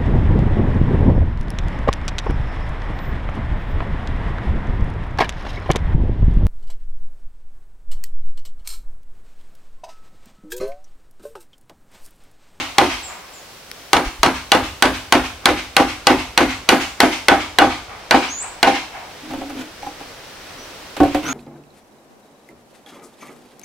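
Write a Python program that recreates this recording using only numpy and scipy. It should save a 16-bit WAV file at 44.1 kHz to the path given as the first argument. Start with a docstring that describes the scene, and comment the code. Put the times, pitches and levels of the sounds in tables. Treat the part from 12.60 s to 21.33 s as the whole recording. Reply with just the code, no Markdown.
"""Heavy hammer blows crack and ring as a nail goes through a batten into a wooden crate on an earth yard.
The microphone is close enough to overload. Each blow is short strike modes and a noise slip, ringing
crate modes and boards, then the crate's landing and rattle, a ground thud and an echo from sheds and trees.
Then the crate is dragged, tipped over and set down: low hum, crunching grit and edge knocks.
Small birds whistle as gliding sines over the hush of the yard, a slowly swelling coloured noise."""
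import sys
import numpy as np
from scipy import signal
from scipy.fft import irfft
from scipy.io import wavfile
from scipy.ndimage import uniform_filter1d

SR = 44100
rng = np.random.default_rng(int(sys.argv[2]) if len(sys.argv) > 2 else 0)


def materialize(psi):
    """Save the field psi as 16-bit PCM at rate SR to the path in sys.argv[1].

    A 1-D psi becomes a single channel; in a 2-D psi each row is a channel.
    """
    bounded = np.clip(np.atleast_2d(psi).T, -1, 1)
    quanta = np.round(bounded * 32767).astype(np.int16)
    wavfile.write(sys.argv[1], SR, quanta)


N = 384993
T = np.arange(27000) / SR  # time within one struck sound, s


def gain_of(db):
    """Decibels to amplitude."""
    return 10 ** (np.asarray(db) / 20)


def evened(x):
    """Scales to an rms of 1."""
    return x / np.sqrt(np.mean(x ** 2) + 1e-20)


def burst(x):
    """Scales to an rms of 1 over the first 40 ms."""
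    return x / np.sqrt(np.mean(x[..., :1764] ** 2) + 1e-20)


def read(points, hz):
    """Reads the second column of a table on a log-frequency axis."""
    f, value = np.transpose(points)[:2]
    return np.interp(np.log(hz + 1), np.log(f + 1), value)


def add(mix, start_s, sound):
    """Adds a stereo sound at start_s; a part before time zero is cut away."""
    start = round(start_s * SR)
    sound, part = sound[:, max(-start, 0):], mix[:, max(start, 0):]
    size = min(sound.shape[1], part.shape[1])
    part[:, :size] += sound[:, :size]


def highpass(x, hz):
    """Gently keeps the part of x above hz."""
    return signal.sosfilt(signal.butter(1, min(hz, SR / 3), "high", fs=SR, output="sos"), x)


def lowpass(x, order, hz):
    """Keeps the part of x below hz."""
    return signal.sosfilt(signal.butter(order, hz, fs=SR, output="sos"), x)


def bandpass(x, order, edges_hz):
    """Keeps the part of x between two edges."""
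    return signal.sosfilt(signal.butter(order, edges_hz, "band", fs=SR, output="sos"), x)


def brighten(x, db, hz):
    """Lifts or lowers the treble above about hz."""
    return x + (gain_of(db) - 1) * highpass(x, hz)


def rise(seconds, t=T):
    """A smooth start."""
    return np.sin(np.pi / 2 * np.clip(t / seconds, 0, 1)) ** 2


def stereo_spectrum(colour, side, size):
    """Random left and right spectra of a given colour and width."""
    hz = np.fft.rfftfreq(size, 1 / SR)
    mid, wide = np.exp(2j * np.pi * rng.random((2, len(hz))))
    width = gain_of(read(side, hz))
    return hz, np.array([mid + width * wide, mid - width * wide]) * gain_of(read(colour, hz))


# stereo width of sounds at the crate: pitch_hz, side_minus_mid_db
NEAR_SIDE = [(60, -24), (300, -15.5), (750, -11.5), (1400, -7.5), (2800, -8), (6000, -1.5)]
# stereo width of the yard around it: pitch_hz, side_minus_mid_db
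FAR_SIDE = [(200, -12), (750, -5.5), (1500, -5), (6000, -0.5)]


def crowd(bands, side=NEAR_SIDE):
    """Countless modes struck at once, as coloured noise; each band dies at its own speed."""
    hz, spectrum = stereo_spectrum(bands, side, len(T))
    centres, _, t60s = np.transpose(bands)
    sound = 0
    for one_band, t60 in zip(np.eye(len(bands)), t60s):
        share = np.interp(np.log(hz + 1), np.log(centres), one_band)
        sound = sound + irfft(spectrum * share, len(T)) * gain_of(-60 * T / t60)
    return burst(sound)


MIDDLE_HZ = 800  # pitch at which ring times are given and the tilt leaves levels alone
DAMPING_SLOPE = 0.36  # higher modes die sooner


def modes(table, t60_s, scatter_db, detune, tilt_db=0):
    """Damped sines whose strength varies with the spot struck; the treble differs more between the ears."""
    hz, db = np.transpose(table)
    db = db + tilt_db * np.log2(hz / MIDDLE_HZ)
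    t60 = t60_s * (MIDDLE_HZ / hz) ** DAMPING_SLOPE
    strength, pitch, ear = rng.standard_normal((len(hz), 3)).T
    sign = (-1) ** np.arange(len(hz))
    turning = 2j * np.pi * hz * (1 + detune * pitch)
    waves = np.exp(np.outer(turning - np.log(1000) / t60, T[:18000]))
    # opposite phase shifts at the two ears give the width
    lag = np.outer([1, -1], np.arctan(gain_of(read(NEAR_SIDE, hz))) * np.sign(ear))
    sound = ((sign * gain_of(db + scatter_db * strength) * np.exp(1j * lag)) @ waves).imag
    return burst(np.pad(sound, ((0, 0), (0, len(T) - sound.shape[1]))))


# one row a blow, levels relative to the usual blow: start_s, ring_db (crate),
# hop_s (until the crate touches the ground again), boom_db (landing), hollow_db (ring of the landing)
BLOWS = [(-0.135, 7, 0.023, 4, 2), (0.183, 1.5, 0.023, 1.5, 0.5), (1.3313, -1.5, 0.028, -1, -4.5),
         (1.6315, -4, 0.022, -2, -32), (1.9182, 0.5, 0.023, 0.5, 2), (2.2238, -0.5, 0.023, 0, -3.5),
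         (2.5237, -1, 0.02, 1, -9), (2.8565, -1.5, 0.024, 0.5, -6), (3.166, -1, 0.026, 2, 1),
         (3.4694, 0.5, 0.026, 3.5, -5), (3.7765, -3, 0.024, 3.5, -13), (4.0896, -0.5, .026, 3.5, -1.5),
         (4.403, -2, 0.023, 4.5, -1), (4.6837, 1.5, 0.025, 2, 3), (4.986, 0, 0.025, 4.5, 5.5),
         (5.5094, -1, 0.028, 4.5, 4.5), (6.0291, -1, 0.036, 1, 5)]
# two tone controls that reshape the blows over time: start_s, control_a (0-1), control_b (0-1)
TONE = [(0.2, 0.82, 0.55), (1.33, 0.39, 0.2), (3.78, .78, 0.5), (4.09, 1, 0.05), (4.4, 1, 0.24),
        (4.749, 0.54, 0.85), (5.5, 0.87, 1)]
ALIKE = 0.7  # the same spot is struck, so the boards ring much as they did before


def hammering():
    """Strike, ringing wood, landing, thud and echo of every blow, reshaped by two tone controls."""
    out, boards = np.zeros((2, N)), crowd(BOARDS)
    times, a_values, b_values = np.transpose(TONE)
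    for start_s, ring_db, hop_s, boom_db, hollow_db in BLOWS:
        control_a, control_b = np.interp(start_s, times, a_values), np.interp(start_s, times, b_values)
        control_a, control_b = np.clip([control_a, control_b], 0, 1)
        tone = np.array([1, control_a, control_b])  # weighs the columns base_db, added_by_a, added_by_b
        boards = ALIKE * boards + np.sqrt(1 - ALIKE ** 2) * crowd(BOARDS)
        paths = board_paths(0.3)
        tail = 1.35 if start_s < 1 else 1  # the first blows have a longer tail
        answer = echo(tone @ ECHO_DB, tone @ ECHO_TREBLE_DB, tail)
        blow = np.zeros((2, SR))
        add(blow, 0, strike(control_b) + crate_ring(ring_db, tone))
        add(blow, 0, signal.fftconvolve(board_ring(boards, tone, control_b), paths, axes=1))
        add(blow, hop_s, landing(boom_db, hollow_db))
        add(blow, hop_s + RATTLE_LAG_S, rattle(tone))
        add(blow, 0.0155, thud(tone))
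        add(blow, 0, signal.fftconvolve(answer, paths, axes=1))
        add(out, start_s, blow)
    return out


# hammer head, nail and batten: pitch_hz, level_db (relative)
STRIKE = [(331, -0.5), (921, -9), (1076, 3), (1510, -1.5), (2084, 5), (2770, -6.5), (3310, 5), (4027, 7),
          (4462, 7.5), (6100, -0.5), (8350, -6)]
# stereo width of the nail's slip: pitch_hz, side_minus_mid_db
SLIP_SIDE = [(500, -42), (6000, -28)]
CRACK_DB, SLIP_DB = -8, -15  # before shaping
STRIKE_T60_S = 0.032  # at MIDDLE_HZ, before the short envelope


def strike(control_b):
    """Strike modes cut short within a few milliseconds, and a noise burst as the nail slides."""
    crack = modes(STRIKE, STRIKE_T60_S, scatter_db=1.0, detune=0.0036)
    crack = gain_of(CRACK_DB) * crack * rise(0.0022) * np.exp(-(T / 0.0053) ** 2)
    slip = brighten(crowd(BOARDS, SLIP_SIDE), 22.7, 6200)
    slip = gain_of(SLIP_DB) * slip * np.exp(-(T / 0.0033) ** 4)
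    return brighten(crack + slip, -5 * control_b, 1900)  # control b dulls it


# clear modes of the crate: pitch_hz, level_db (relative)
CRATE = [(259, 0), (303, 0), (344, -7.5), (366, -4.5), (511, 1), (696, -0.5), (762, 1), (802, 8.5),
         (897, 1), (1046, -2.5), (1144, -5), (1252, -8), (1380, -21), (1464, -4.5), (1506, 1.5),
         (1583, -4.5), (1995, -5), (2316, -7), (2849, -4.5)]
# tilt of the ring in dB per octave: base, added_by_a, added_by_b
RING_TILT = (6.5, -1.5, -2.5)
RING_DB, CRATE_T60_S = -14, 0.23  # level of the usual blow; ring time at MIDDLE_HZ


def crate_ring(ring_db, tone):
    """The crate's clear modes, tilted towards treble or bass by the tone controls."""
    ring = modes(CRATE, CRATE_T60_S, scatter_db=3.5, detune=0.0017, tilt_db=tone @ RING_TILT)
    return gain_of(RING_DB + ring_db) * ring


# the crowd of weaker modes in the boards: pitch_hz, level_db (per Hz, relative), t60_s
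BOARDS = [(100.65, -21, 0.39), (140, 0, 0.36), (204, -11.5, 0.54), (316, -3.5, 0.28), (644, 0, 0.3),
          (870, 2.5, 0.31), (1380, -4.5, 0.47), (2670, -5.5, 0.21), (4000, -12, 0.29), (7400, -24.5, 0.26),
          (10250, -29.5, 0.45), (16200, -46.5, 0.92)]
# level and treble of the boards in dB: base_db, added_by_a_db, added_by_b_db
WOOD_DB = (-13, -4.5, 5)
WOOD_TREBLE_DB = (1, 8.5, -13.5)


def board_ring(boards, tone, control_b):
    """The boards' crowd of modes; control b thins the bass."""
    low_cut_hz = 10 + 390 * control_b
    wood = brighten(highpass(boards, low_cut_hz), tone @ WOOD_TREBLE_DB, 3400)
    return gain_of(tone @ WOOD_DB) * wood


def board_paths(depth):
    """Waves reach the air by many short paths through the boards, which ripples the spectrum."""
    size = 480  # samples
    taps = rng.standard_normal(size) * np.linspace(1, 0, size)
    taps *= depth / np.linalg.norm(taps)
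    taps[0] = 1  # the direct path
    return taps[None] / np.linalg.norm(taps)


# the crate landing on earth: pitch_hz, level_db (per Hz, relative), t60_s
LANDING = [(50, -41, 0.16), (179, -11, 0.25), (297, 2.5, 0.33), (457, -2.5, 0.18), (750, -1.5, 0.21),
           (1170, -2, 0.064), (2470, -13.5, 0.13), (16000, -80, 0.06)]
BOOM_HZ, HOLLOW_HZ = 417, 1080  # soft earth stirs only the low modes: upper edges of boom and hollow ring


def landing(boom_db, hollow_db):
    """The crate, sprung off the ground, comes down with a slap and rings on its low modes."""
    shaken = modes(CRATE, CRATE_T60_S, scatter_db=2.5, detune=0.0025)
    boom = burst(lowpass(shaken, 3, BOOM_HZ))
    hollow = burst(bandpass(shaken, 2, [BOOM_HZ, HOLLOW_HZ]))
    slap = burst(crowd(LANDING) * np.exp(-(T / 0.0088) ** 2))
    impact = gain_of(-14.5) * crowd(LANDING) + gain_of(-18.5) * boom + gain_of(-22.0) * slap
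    return (gain_of(boom_db) * impact + gain_of(hollow_db - 14.5) * hollow) * rise(0.013)


# level of the rattle: base_db, added_by_a_db, added_by_b_db
RATTLE_DB, RATTLE_LAG_S = (-12.5, -10, -2), 0.005


def rattle(tone):
    """The loose batten slaps back on the boards as the crate lands: a short burst of board noise."""
    slaps = burst(highpass(crowd(BOARDS), 790) * np.exp(-T / 0.0067))
    return gain_of(tone @ RATTLE_DB) * slaps * rise(RATTLE_LAG_S)


# the ground shakes: pitch_hz, level_db (per Hz, relative), t60_s
THUD = [(25.2, -12.5, 0.65), (56, -0.5, 1), (100, -2.5, 0.76), (1500, -77, .1)]
# level of the thud: base_db, added_by_a_db, added_by_b_db
THUD_DB = (-29, -2.5, -4)


def thud(tone):
    """The ground's deep shake, a crowd of low modes."""
    return gain_of(tone @ THUD_DB) * crowd(THUD) * rise(0.012)


# sheds and trees answer: pitch_hz, level_db (per Hz, relative), t60_s (before stretching)
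ECHO = [(100, -16, 0.15), (417, -24, 0.27), (727, 2, 0.51), (1820, 1.5, 0.31), (2120, 6, 0.38),
        (3980, -4.5, 0.46), (6450, -12.5, 0.52), (9300, -22.5, 0.65), (16000, -36, 0.41)]
# level and treble of a blow's echo in dB: base_db, added_by_a_db, added_by_b_db
ECHO_DB = (-7, 9.5, 5)
ECHO_TREBLE_DB = (6.5, -0.5, -12.5)
FAR_TREES_S, FAR_TREES_DB = 0.275, -29.5  # delay; level relative to level_db
FAR_TAIL = 1.8  # the far trees ring this many times longer than the yard


def echo(level_db, bright_db, length):
    """Scatter from the yard swells over a tenth of a second; a faint dull answer follows from the far trees."""
    bands = [(hz, db, t60 * length) for hz, db, t60 in ECHO]
    near = brighten(crowd(bands, FAR_SIDE), bright_db, 4600)
    far = crowd([(hz, db, t60 * FAR_TAIL) for hz, db, t60 in bands], FAR_SIDE)
    far = lowpass(far, 2, 1400)
    out = np.zeros((2, SR))
    add(out, 0.03, gain_of(-25.0) * crowd(bands, FAR_SIDE) * rise(0.021))
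    add(out, 0.095, gain_of(-24.0) * near * rise(0.041))
    add(out, FAR_TREES_S, gain_of(FAR_TREES_DB) * far * rise(0.068))
    return gain_of(level_db) * out


def handling():
    """The crate scrapes over the earth and knocks down on its edges, slightly stronger on the right."""
    return (edge_knocks() + dragging()) * gain_of([[-.5], [.5]])


# the crate knocks on the ground: start_s, thump_db, ring_db (hollow ring of its edge),
# grit_db (earth under its edge, relative to the thump)
KNOCKS = [(6.706, -28, -36, -8.5), (6.735, -21, -37, -18), (6.812, -21, -40, -21), (6.897, -34, -39, -3.5),
          (7.224, -31, -33, -10), (7.264, -26, -29, -16), (7.404, -34, -38, -7), (8.366, -28, -42, -2.5),
          (8.402, 0.5, -19.5, -30.5), (8.432, -4, -36, -27), (8.546, -7.5, -30, -19)]
# body of a knock: pitch_hz, level_db (per Hz, relative), t60_s
KNOCK = [(55, -3, 0.27), (202, -10, 0.34), (295, 4.5, 0.35), (480, -4, 0.17), (695, -3.5, 0.25),
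         (2130, -21, 0.069), (15940, -84, .1)]
# earth under the crate's edge: pitch_hz, level_db (per Hz, relative), t60_s
GRIT = [(696, 4.5, 0.16), (1400, 2.5, 0.19), (1850, 6, 0.078), (2680, -2.5, 0.31), (5440, -5, 0.035),
        (16500, -24.5, 0.26)]
# the crate's modes once it is off its feet and held: pitch_hz, level_db (relative)
HELD_CRATE = [(280, 3), (303, 1), (544, -1.5), (700, -3), (755, -1.5), (1094, -12), (1498, -12.5)]
HELD_T60_S = 0.19  # at MIDDLE_HZ
HAND_DAMPING_S = 0.075  # the hands that hold the crate shorten its ring


def edge_knocks():
    """An edge meets the earth: thump, grit, a hollow ring damped by the hands, and the yard's echo."""
    out = np.zeros((2, N))
    for start_s, thump_db, ring_db, grit_db in KNOCKS:
        ring = modes(CRATE, CRATE_T60_S, scatter_db=5, detune=0.019)
        ring = gain_of(ring_db) * burst(bandpass(ring, 2, [720, 950]))  # an edge favours the middle modes
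        grit = gain_of(grit_db) * crowd(GRIT)
        held = modes(HELD_CRATE, HELD_T60_S, scatter_db=2.0, detune=0.013)
        thump = gain_of(-14.5) * crowd(KNOCK) + gain_of(-12.0) * held
        knock = gain_of(thump_db) * (thump + grit) + ring * np.exp(-T / HAND_DAMPING_S)
        add(out, start_s, knock * rise(0.00097))
        add(out, start_s, echo(thump_db - 8.0, -2, 1.0))
    return out


# the crate is dragged, one list a drag: start_s, boards_db, grit_db
DRAGS = [
    [(6.62, -40, -45), (6.72, -32, -42), (6.93, -35, -48), (6.997, -28.5, -29), (7.06, -39, -46),
     (7.11, -47, -57)],
    [(8.63, -40, -36), (8.66, -29, -29), (8.73, -25, -28.5)],
]
# a slow drag stirs only the lowest modes: lower and upper edge_hz
HUM_HZ = [250, 302]
# board on board: lower and upper edge_hz
RASP_BAND_HZ = [1240, 1500]
RASP_S, RASP_DB = 8.64, -29.5
SLIPS_PER_S = 600


def dragging():
    """Small random slips on the earth keep the low modes humming and crunch the grit."""
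    out, t = np.zeros((2, N)), np.arange(N) / SR
    happens = rng.random(N) < SLIPS_PER_S / SR
    slips = rng.exponential(1, N) * happens * rng.choice([-1, 1], N)
    knock = crowd(KNOCK)
    hum = gain_of(-8.5) * knock + burst(bandpass(knock, 2, HUM_HZ))
    body = evened(signal.oaconvolve(slips[None], hum, axes=1)[:, :N])
    grit = evened(signal.oaconvolve(slips[None], crowd(GRIT), axes=1)[:, :N])
    # level out the random swells, so the drag rows set the loudness
    power = uniform_filter1d((body ** 2).mean(0), size=1500)
    body = body / np.sqrt(power + 1e-6)
    for rows in DRAGS:
        times, boards_db, grit_db = np.transpose(rows)
        out += body * gain_of(np.interp(t, times, boards_db, -120, -120))
        out += grit * gain_of(np.interp(t, times, grit_db, -120, -120))
    # board rubs on board as the crate settles
    rub = evened(bandpass(grit, 1, RASP_BAND_HZ))
    return out + gain_of(RASP_DB) * rub * rise(0.013, t - RASP_S)


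# a nail is set on the batten: start_s, level_db (before brightening)
CLICKS = [(1.1151, -27)]


def nail_clicks():
    """A bright grain of noise that dies within a few milliseconds."""
    out = np.zeros((2, N))
    for start_s, db in CLICKS:
        click = brighten(crowd(GRIT), 8.6, 5000) * np.exp(-T / 0.00097)
        add(out, start_s, gain_of(db) * click)
    return out


# air bumps the microphone: centre_s, level_db (peak)
PUFFS = [(1.476, -18.5), (1.606, -24)]


def air_bumps():
    """A soft pressure pulse with a dip on either side, equal in both channels."""
    out = np.zeros((2, N))
    for centre_s, db in PUFFS:
        u = (T - 0.05) / 0.0059
        pulse = (1 - u ** 2) * np.exp(-u ** 2 / 2)
        add(out, centre_s - 0.05, gain_of(db) * np.tile(pulse, (2, 1)))
    return out


# one row a bird's whistle: start_s, length_s, first_hz, last_hz, level_db (at its mean pitch, halfway)
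WHISTLES = [(0.43, 0.074, 8070, 6600, -35.5), (0.734, 0.068, 7770, 6050, -45),
            (5.685, 0.15, 5720, 8500, -28), (7.22, 0.086, 5700, 6350, -51), (7.982, 0.067, 5780, 6020, -46),
            (8.653, 0.163, 5680, 8320, -29.5)]
# every whistle glides, lingers and glides on: share of its length (0-1), share of its sweep (0-1)
GLIDE = [(0, 0), (.22, .32), (.54, .38), (.78, .57), (1, 1)]
WHISTLE_ATTACK_S, WHISTLE_RELEASE_S = 0.003, 0.0089
WHISTLE_DB_PER_OCTAVE, WHISTLE_FADE_DB = 19, -2.5  # louder as the pitch climbs, weaker towards the end
WHISTLE_SCATTER_DB = 0  # from the trees


def birds():
    """Thin gliding sines with a slight waver, smeared by decaying noise scatter from the trees."""
    out = np.zeros((2, N))
    trees = rng.standard_normal((2, len(T))) * gain_of(-60 * T / 0.41) * rise(0.0067)
    trees /= np.linalg.norm(trees[0])
    for start_s, length, first_hz, last_hz, db in WHISTLES:
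        t = np.arange(0, length, 1 / SR)
        hz = first_hz + (last_hz - first_hz) * np.interp(t / length, *np.transpose(GLIDE))
        waver = 1 + 0.0073 * evened(uniform_filter1d(rng.standard_normal(N), 150))[:len(t)]
        tone = np.sin(2 * np.pi * np.cumsum(hz * waver) / SR)
        climb_db = WHISTLE_DB_PER_OCTAVE * np.log2(hz / hz.mean())
        level = gain_of(db + climb_db + WHISTLE_FADE_DB * (t / length - .5))
        ends = rise(WHISTLE_ATTACK_S, t) * rise(WHISTLE_RELEASE_S, length - t)
        whistle = np.tile(tone * level * ends, (2, 1))
        add(out, start_s, whistle)
        add(out, start_s, gain_of(WHISTLE_SCATTER_DB) * signal.fftconvolve(whistle, trees, axes=1))
    return out


# colour of the background noise: pitch_hz, level_db (per Hz, relative)
HUSH = [(15, -35), (25, -5.5), (200, -8.5), (300, -7), (545, -4.5), (863, -8), (5880, -11), (6380, -14.5),
        (13000, -19.5), (15500, -18)]
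# slow treble control of the background noise: start_s, treble_db
TREBLE = [(1.2, -5), (5.2, -19), (6.3, -13), (6.8, -11.5)]
HUSH_DB, HUSH_SWELL_DB_PER_S = -39, 0.56  # level at the start, before the treble is lowered


def hush():
    """Steady coloured noise, slowly swelling and slightly uneven, under a slow treble control."""
    t = np.arange(N) / SR
    air = evened(irfft(stereo_spectrum(HUSH, FAR_SIDE, N)[1], N))
    air = brighten(air, np.interp(t, *np.transpose(TREBLE)), 3100)
    drift_db = .5 * evened(uniform_filter1d(rng.standard_normal(N), 6000))
    return air * gain_of(HUSH_DB + HUSH_SWELL_DB_PER_S * t + drift_db)


def scene():
    """Everything in the yard."""
    return hammering() + handling() + nail_clicks() + air_bumps() + birds() + hush()


EDGE_HZ = 15900  # upper band limit


def record(dry):
    """Loud peaks overload and clip flat at full scale; then a steep low-pass limits the band."""
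    clipped = np.clip(dry, -1, 1)
    band_limit = signal.firwin(255, EDGE_HZ, window=("kaiser", 8), fs=SR)
    return signal.oaconvolve(clipped, band_limit[None], "same", axes=1)


dry = scene()
out = record(dry)
materialize(out)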